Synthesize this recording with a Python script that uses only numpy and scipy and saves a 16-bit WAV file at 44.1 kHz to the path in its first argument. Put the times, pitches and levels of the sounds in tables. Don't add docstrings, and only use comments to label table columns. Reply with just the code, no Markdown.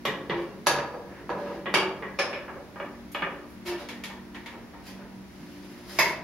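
import sys
import numpy as np
from scipy import signal
from scipy.fft import rfft, irfft, next_fast_len
from scipy.io import wavfile
from scipy.ndimage import uniform_filter1d

SR = 44100
rng = np.random.default_rng(int(sys.argv[2]) if len(sys.argv) > 2 else 0)


def to_wav(s):
    ch = np.atleast_2d(s).T
    pcm = np.round(np.clip(ch, -1, 1) * 32767)
    wavfile.write(sys.argv[1], SR, pcm.astype(np.int16))


N = 275051

# (frequency [Hz], side level over mid [dB])
SIDE_IN_ROOM = [(60, -35), (150, -29), (350, -19), (700, -14), (1400, -8), (2800, -4), (5000, 0),
                (12000, -0.5)]
# (frequency [Hz], width [Hz], height [dB], ring t60 [s])
STRAIGHT_EDGE_MODES = [(378, 7, 11.4, 0.88), (880, 96, 7.5, 0.24), (1210, 380, 5.9, 0.7),
                       (1670, 100, 12.3, 0.29), (1840, 74, 6.2, 0.16), (2277, 120, 15, 0.16),
                       (2815, 210, 11.5, 0.3), (3250, 110, 6.5, 0.17), (3680, 150, 3.7, 0.16),
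                       (4680, 100, 18.6, 0.23), (5500, 470, 10, 0.081), (6160, 110, 8.2, 0.13),
                       (7940, 91, 16, .15), (9550, 170, 12, 0.26), (10830, 160, 16, 0.22),
                       (11700, 160, 6.6, 0.24), (12410, 150, 6, 0.27), (13517, 120, 7.3, 0.18)]


def amp(db):
    return 10 ** (np.asarray(db) / 20)


def unit(x):
    return x / np.sqrt(np.sum(x ** 2) + 1e-20)


def evened(x):
    return unit(x) * np.sqrt(x.size)


def read(points, hz):
    f, value = np.transpose(points)
    return np.interp(np.log(hz + 1), np.log(f + 1), value)


def add(mix, s, sound):
    part = mix[..., max(round(s * SR), 0):][..., :sound.shape[-1]]
    part += sound[..., :part.shape[-1]]


def shaped(x, points):
    size = next_fast_len(len(x))
    gain = amp(read(points, np.fft.rfftfreq(size, 1 / SR)))
    return irfft(rfft(x, size) * gain, size)[:len(x)]


def causal(points, size=2048):
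    log_gain = np.log(amp(read(points, abs(np.fft.fftfreq(size, 1 / SR)))))
    return np.fft.ifft(np.exp(signal.hilbert(log_gain).conj())).real


def pair(mid, side):
    return np.array([mid + side, mid - side])


def shop(air_db=-50.5, drone_side_db=-18):
    # (frequency [Hz], relative level [dB per Hz])
    air_colour = [(20, -15), (58, 3.5), (100, 2), (140, 4.5), (200, 4), (330, 1.5), (450, -5.5),
                  (700, -6.5), (1200, -10.5), (2000, -11), (3200, -19), (5500, -21), (7000, -28),
                  (11500, -28), (14000, -29.5), (16000, -60)]
    # (frequency [Hz], side level over mid [dB])
    air_side = [(30, -4), (100, -4.5), (200, -12), (400, -4.5), (1000, -4), (2500, -1.5), (4500, 0.5),
                (12000, -0.5)]
    # (frequency [Hz], half-width [Hz], level [dB])
    drone_bands = [(60.5, 10.4, -62.5), (193.3, 2.5, -50.5), (235, 1.75, -52.5), (290.7, 3.4, -52),
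                   (354, 2, -58), (960, 6.4, -66)]
    # (frequency [Hz], level [dB])
    whine_tones = [(8799, -80), (15735, -82)]
    mid, side = (evened(shaped(rng.standard_normal(N), air_colour)) for _ in range(2))
    air = amp(air_db) * pair(mid, shaped(side, air_side))

    size = next_fast_len(N)
    f, t = np.fft.rfftfreq(size, 1 / SR), np.arange(N) / SR
    noise = rfft(rng.standard_normal((2, size)))
    lines = sum(amp(db) * unit(1 / (1 + ((f - hz) / width) ** 2)) for hz, width, db in drone_bands)
    mid, side = irfft(noise * lines * np.sqrt(size / 2), size)[:, :N]
    drone = pair(mid, amp(drone_side_db) * side)

    whine = sum(amp(db) * np.sqrt(2) * np.sin(2 * np.pi * hz * t) for hz, db in whine_tones)
    return air + drone + whine


def room(early_db=-3, early_s=0.0067, gap_s=0.0042):
    # (frequency [Hz], t60 [s])
    echo_t60 = [(100, 1), (300, 1), (700, 0.7), (1400, 0.58), (2700, 0.44), (5400, 0.37), (11000, 0.27),
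                (16000, 0.24)]
    hz, t, z = signal.stft(rng.standard_normal((2, SR)), SR, nperseg=256)
    fading = z * amp(-60 * t / read(echo_t60, hz)[:, None])
    mid, side = signal.istft(fading, SR, nperseg=256)[1][:, :SR]
    t = np.arange(SR) / SR
    swell = (1 + amp(early_db) * np.exp(-t / early_s)) * (1 - np.exp(-t / gap_s))
    return pair(unit(mid * swell), shaped(unit(side * swell), SIDE_IN_ROOM))


def ringing(modes, t, flutter=0.7):
    out = np.zeros((2, len(t)))
    for hz, width, db, t60 in modes:
        apart = rng.choice([-1, 1]) * np.arctan(amp(read(SIDE_IN_ROOM, hz)))
        phase = 2 * np.pi * rng.random() + np.array([[apart], [-apart]])
        knots = np.arange(0, 1, 1 / 80)
        sway, slip = (np.interp(t, knots, k) for k in flutter * rng.standard_normal((2, len(knots))))
        decay = unit(amp(-60 * t / t60) * (1 - np.exp(-t / 0.00037)) * (1 + sway))
        out += np.sqrt(4 * width / SR) * decay * np.sin(2 * np.pi * hz * t + phase + slip)
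    return out


def body(modes, size=420):
    f = np.geomspace(30, SR / 2, 4000)
    peaks = (amp(db) ** 2 / (1 + (2 * (f - hz) / width) ** 2) ** 1.25 for hz, width, db, t60 in modes)
    power = 1 + sum(peaks)
    return f, 10 * np.log10(power / uniform_filter1d(power, size))


def contact(f, cut_hz, tilt_db, rolloff_db):
    tilt = tilt_db * np.log2(np.maximum(f, 330) / 1000)
    return tilt - 10 * np.log10(1 + (f / cut_hz) ** (rolloff_db / (10 * np.log10(2))))


def knocks(rows, modes, colour, rolloff_db, chatter_s, direct_db, room_db, ring_db, pan_db, left_lag_s=0):
    # (frequency [Hz], level [dB])
    shared_colour = [(40, -22), (100, -16), (150, 1), (215, -0.5), (255, -11), (330, 0), (11500, -0.5),
                     (13200, 4.5), (15300, -28)]
    out, t = np.zeros((2, N)), np.arange(SR * 3 // 4) / SR
    f, peaks_db = body(modes)
    part_db = peaks_db + read(colour, f) + read(shared_colour, f)
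    for s, db, cut_hz, tilt_db, hard_db in rows:
        snap, chatter, scatter = rng.standard_normal((3, len(t)))
        rattle = np.exp(-t / chatter_s) * (1 - np.exp(-t / 0.00064))
        chatter = unit(chatter * rattle)
        scatter = shaped(unit(scatter * rattle), SIDE_IN_ROOM)
        blow = chatter + amp(hard_db) * unit(snap * np.exp(-t / 0.003))
        left, right = pair(blow, scatter) / np.linalg.norm(blow)
        left = np.roll(left, round(left_lag_s * SR))
        direct = np.array([left * amp(pan_db), right * amp(-pan_db)])
        sound = amp(direct_db) * direct + amp(room_db) * room()[:, :len(t)]
        sound = sound + amp(ring_db) * ringing(modes, t)
        spectrum_db = db + part_db + contact(f, cut_hz, tilt_db, rolloff_db)
        pulse = causal(np.transpose([f, spectrum_db]), size=4096)
        add(out, s, signal.fftconvolve(sound, pulse[None], axes=1))
    return out


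def bar_knocks():
    # (time [s], strength [dB], contact cut-off [Hz], tilt [dB per octave], snap over chatter [dB])
    blows = [(0.052, 16, 12000, -0.03, 11), (0.297, 14, 5430, -2.3, 10), (1.658, 11, 3070, 0, 0),
             (2.023, 8.5, 2220, 1.8, 17)]
    # (frequency [Hz], width [Hz], height [dB], ring t60 [s])
    modes = [(419, 63, 11, 0.93), (544, 39, 13.5, 0.67), (1118, 35, 8, 0.35), (1676, 63, 10.5, 1),
             (1894, 62, 14.5, 0.22), (2005, 56, 13.5, 0.25), (2363, 180, 8, 0.27), (2895, 56, 8, .25),
             (3380, 180, 6.5, 0.099), (3650, 94, 7, 0.18), (5946, 97, 9, 0.2), (7960, 110, 16, .2),
             (10640, 360, 12, 0.27), (12300, 170, 22, 0.27), (15165, 90, 20, .2)]
    # (frequency [Hz], level [dB])
    colour = [(200, -1.5), (330, 4), (660, 1), (1700, -1.5), (3100, -3.5), (5300, -18.5), (11500, -25.5)]
    return knocks(blows, modes, colour, rolloff_db=29, chatter_s=0.02,
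                  direct_db=-8.5, room_db=-2, ring_db=-8.0, pan_db=-1.0)


def thuds(rise_s=0.0064):
    # (time [s], frequency [Hz], level [dB], t60 [s])
    low_blows = [(0.069, 186, -43.5, 0.53), (0.711, 141.6, -36, 0.7), (1.758, 175, -53, 0.64),
                 (3.223, 171, -37, 0.3), (5.403, 169, -43, 0.35), (5.421, 232, -32, 0.16)]
    out, t = np.zeros(N), np.arange(SR) / SR
    for s, hz, db, t60 in low_blows:
        envelope = amp(db - 60 * t / t60) * (1 - np.exp(-t / rise_s))
        add(out, s, envelope * np.sin(2 * np.pi * hz * t))
    return out


def groans(wobble=0.0062, rasp_db=-16, mode_wobble=0.005):
    # (time [s], length [s], pitch [Hz], glide [Hz], level of the main tone [dB])
    slipping = [(0.299, 0.18, 345.8, -1.5, -30.5), (3.647, 0.15, 352.8, -5.5, -30)]
    # (frequency [Hz], level over the main tone [dB])
    singing_modes = [(590, -17), (950, -17), (1790, -20), (2280, -23), (2950, -31)]
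    rasp_colour = [(300, -21), (550, -0.5), (2400, -7.0), (4000, -17), (8000, -35)]  # (Hz, dB)
    tone, rasp = np.zeros((2, N))
    for s, length, hz, glide_hz, db in slipping:
        u = np.linspace(0, 1, round(length * SR))
        unsteady = evened(uniform_filter1d(rng.standard_normal(SR), 300))[:len(u)]
        turns = np.cumsum((hz + glide_hz * (u - .5)) * (1 + wobble * unsteady)) / SR
        load = amp(db) * np.sin(np.pi * u) * (1 + .07 * unsteady)
        slips = np.diff(np.floor(turns), prepend=0) * rng.exponential(1, SR)[:len(u)]
        clock = np.cumsum(1 + mode_wobble * unsteady) / SR
        singing = sum(amp(mode_db) * np.sin(2 * np.pi * mode_hz * clock)
                      for mode_hz, mode_db in singing_modes)
        add(tone, s, load * np.sqrt(2) * (np.sin(2 * np.pi * turns) + singing))
        add(rasp, s, load * evened(shaped(slips, rasp_colour)))
    rasp = signal.fftconvolve(rasp, causal(np.transpose(body(STRAIGHT_EDGE_MODES))))[:N]
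    return tone + amp(rasp_db) * signal.fftconvolve(room(), rasp[None], axes=1)[:, :N]


def brushes(grain_db=4, direct_db=-6, room_db=0.5):
    # (time [s], length [s], level before the direct and room
    # shares [dB], brightness [dB])
    strokes = [(0.39, 0.041, -57, 2), (1.02, 0.23, -51.5, -18), (1.312, 0.31, -51.5, -2),
               (3.466, 0.065, -64, 21), (3.648, 0.057, -37.5, 3), (3.772, 0.062, -44, 0.5),
               (4.822, 0.097, -49, 5), (4.953, 0.084, -53, -20), (5.155, 1, -58.5, 4.5),
               (5.686, 0.026, -55, 5), (5.854, 0.1, -46.5, 6), (5.906, 0.23, -44.5, 6.5)]
    # (frequency [Hz], level [dB])
    friction_colour = [(100, -10), (400, 13.5), (1200, 4), (2200, 6.5), (3300, 0.5), (5000, -2),
                       (7000, -12), (11500, -12.5), (16000, -23)]
    out = np.zeros(N)
    for s, length, db, bright_db in strokes:
        hiss, grain = rng.standard_normal((2, SR))
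        hiss = hiss * amp(grain_db * evened(uniform_filter1d(grain, 120)))
        hiss = shaped(hiss, friction_colour)
        hiss = shaped(hiss, [(2000, -bright_db), (11000, bright_db)])[:round(length * SR)]
        add(out, s, amp(db) * evened(hiss) * signal.windows.tukey(len(hiss), .6))
    echo = signal.fftconvolve(room(), out[None], axes=1)[:, :N]
    return amp(direct_db) * out + amp(room_db) * echo


def jaw_knocks():
    # (time [s], strength [dB], contact cut-off [Hz], tilt [dB per octave], snap over chatter [dB])
    blows = [(0.663, 13.5, 5000, 0.5, -15), (0.668, 22.4, 15000, 0.65, -3), (0.785, 12, 2100, 1.5, -16),
             (0.94, 10.6, 700, -1, -18), (1.292, 10.6, 1500, 0.7, -6), (1.301, 17.7, 910, 2, -1),
             (1.368, 4.4, 1800, -7, -21), (1.46, 3.1, 2500, -3.5, 0), (1.499, 2.6, 2500, -7.5, -13)]
    # (frequency [Hz], width [Hz], height [dB], ring t60 [s])
    modes = [(479, 24, 7.4, 0.39), (575, 20, 12.1, 1), (795, 46, 3, 0.38), (970, 110, 7.6, 0.44),
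             (1246, 95, 7.5, 0.12), (1671, 36, 13.8, 0.13), (1726, 28, 3, 1), (2650, 90, 2.7, 0.35),
             (3724, 67, 8.5, 0.24), (4530, 230, 7.4, 0.15), (4660, 67, 3.4, 0.77), (5980, 460, 5, 0.12),
             (10050, 400, 12.5, 0.11), (11100, 390, 12, 0.13), (12650, 220, 4.3, .13)]
    # (frequency [Hz], level [dB])
    colour = [(200, -9.5), (330, 0.5), (660, 1), (1700, -2.5), (3100, -9.5), (5300, -12), (11500, -21.5)]
    return knocks(blows, modes, colour, rolloff_db=12, chatter_s=0.0079,
                  direct_db=-5.5, room_db=-2.0, ring_db=-4.5, pan_db=-1.0)


def edge_knocks():
    # (time [s], strength [dB], contact cut-off [Hz], tilt [dB per octave], snap over chatter [dB])
    blows = [(1.74, 24.2, 6350, -0.44, 9), (2.48, 6.8, 1850, -0.1, -8)]
    # (frequency [Hz], level [dB])
    colour = [(200, -7.5), (330, 1), (660, -0.5), (1700, -1.1), (3100, -0.2), (5300, -14), (11500, -2.5)]
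    return knocks(blows, STRAIGHT_EDGE_MODES, colour, rolloff_db=26, chatter_s=0.012,
                  direct_db=-11.5, room_db=-3.5, ring_db=-8, pan_db=-1.2)


def pad_knocks():
    # (time [s], strength [dB], contact cut-off [Hz], tilt [dB per octave], snap over chatter [dB])
    blows = [(2.188, 20.76, 5800, 1.27, -7), (2.328, 8.5, 2760, 6.5, 15), (2.555, 2.4, 1600, -3, -15)]
    # (frequency [Hz], width [Hz], height [dB], ring t60 [s])
    modes = [(400, 20, 8.7, 0.25), (560.6, 84, 15, 0.23), (776, 18, 11.4, 0.46), (1056, 15, 3.8, 0.26),
             (1737, 130, 11, .35), (2260, 290, 8.6, 0.18), (2420, 400, 8.8, 0.14), (2940, 110, 5, 0.26),
             (3340, 41, 5.1, 0.17), (5220, 140, 15.5, 0.3), (5700, 160, 4.9, 0.17), (6700, 150, 4.9, 0.21),
             (9630, 200, 22, 0.37), (11600, 300, 17, .2), (12408, 150, 7, .2), (13350, 150, 7.3, 0.13)]
    # (frequency [Hz], level [dB])
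    colour = [(200, -11.5), (330, -0.5), (550, 3), (1000, -1.5), (1700, -4.5), (3100, -9.5), (5300, -14.5),
              (11500, -16.5)]
    return knocks(blows, modes, colour, rolloff_db=23.5, chatter_s=0.016,
                  direct_db=-13, room_db=-3.5, ring_db=-3.5, pan_db=0.0)


def handle_knocks():
    # (time [s], strength [dB], contact cut-off [Hz], tilt [dB per octave], snap over chatter [dB])
    blows = [(2.758, 8.5, 1830, -1.5, -6), (2.8, 14.1, 2350, -1.3, 11), (3.147, 16.2, 3660, 0.84, 6),
             (3.221, 20.5, 2400, 1.2, 1)]
    # (frequency [Hz], width [Hz], height [dB], ring t60 [s])
    modes = [(384.5, 15, 9.2, 0.54), (567.4, 50, 6.4, 0.23), (832, 22, 4, 0.21), (965, 67, 4.6, 0.3),
             (1208, 120, 8.8, 0.21), (1610, 66, 4.8, 0.23), (1745, 72, 8, 0.19), (1875, 57, 7.7, 0.2),
             (2266, 60, 11, 0.27), (2490, 180, 7.6, 0.31), (2880, 89, 11, 0.44), (3370, 200, 8.8, 0.078)]
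    # (frequency [Hz], level [dB])
    colour = [(200, -10), (330, -3), (660, -1), (1150, -2.5), (1700, -1.5), (3100, -6.5), (5300, -18),
              (11500, -12)]
    return knocks(blows, modes, colour, rolloff_db=20, chatter_s=0.0075,
                  direct_db=-10.0, room_db=-7, ring_db=-7.0, pan_db=0.0)


def screw_ticks():
    # (time [s], strength [dB], contact cut-off [Hz], tilt [dB per octave], snap over chatter [dB])
    blows = [(3.118, -21, 14000, 3, 16), (3.663, -4.5, 5500, 0.5, -15), (3.887, 1.5, 4450, 0.2, -6),
             (4.037, 2, 4210, 1.5, -1), (4.1, 7, 850, 3, -12), (4.346, 1.2, 2400, 0.1, 6),
             (4.46, 0.6, 3000, 0.7, -8), (4.535, 1.5, 1140, -1.5, -12), (4.567, -9, 1100, -7, -3),
             (4.735, 1, 1100, -2, -10), (5.061, -10, 1000, -2, -3)]
    # (frequency [Hz], width [Hz], height [dB], ring t60 [s])
    modes = [(923, 250, 5.7, 0.37), (1810, 140, 6, 0.58), (1900, 82, 5.8, 0.39), (2260, 380, 5.7, 0.41),
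             (3360, 82, 1.3, 0.12)]
    # (frequency [Hz], level [dB])
    colour = [(200, -20), (330, -1), (660, -1), (1700, 1.7), (3100, 2.5), (5300, -4.5), (11500, 0)]
    return knocks(blows, modes, colour, rolloff_db=12.5, chatter_s=0.0023,
                  direct_db=-13.5, room_db=-4.5, ring_db=-5.5, pan_db=1.0)


def tool_knock():
    # (time [s], strength [dB], contact cut-off [Hz], tilt [dB per octave], snap over chatter [dB])
    blows = [(5.988, 21.9, 14000, 0.3, 1.8)]
    # (frequency [Hz], width [Hz], height [dB], ring t60 [s])
    modes = [(359, 43, 11, 0.9), (650, 97, 21, 0.5), (958, 140, 22, 0.23), (1090, 46, 7.8, 0.64),
             (1790, 280, 13, 0.15), (1980, 110, 20, .35), (2170, 200, 22.5, 0.36), (2614, 180, 17, 0.46),
             (3500, 63, 3.7, .25), (5040, 670, 18, 0.45), (6480, 350, 17.4, 0.13), (12200, 120, 7, .22),
             (12900, 560, 3.2, .08)]
    # (frequency [Hz], level [dB])
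    colour = [(200, -5), (330, -1.8), (660, -0.5), (1700, 4), (3100, -0.5), (5300, -9.5), (11500, -18)]
    return knocks(blows, modes, colour, rolloff_db=24, chatter_s=0.0089,
                  direct_db=-9.0, room_db=-3.5, ring_db=-6.5, pan_db=-0.5, left_lag_s=0.000045)


def scene():
    background = shop() + thuds()
    handling = groans() + brushes()
    clamp = bar_knocks() + jaw_knocks() + pad_knocks() + handle_knocks() + screw_ticks()
    return background + handling + clamp + edge_knocks() + tool_knock()


def record(dry, notch_hz=8230, top_hz=15950):
    band = [notch_hz - 490, notch_hz + 490]
    notch = signal.butter(4, band, "bandstop", fs=SR, output="sos")
    low_pass = signal.firwin(511, top_hz, window=("kaiser", 9), fs=SR)
    return signal.oaconvolve(signal.sosfilt(notch, dry), low_pass[None], "same")


dry = scene()
out = record(dry)
to_wav(out)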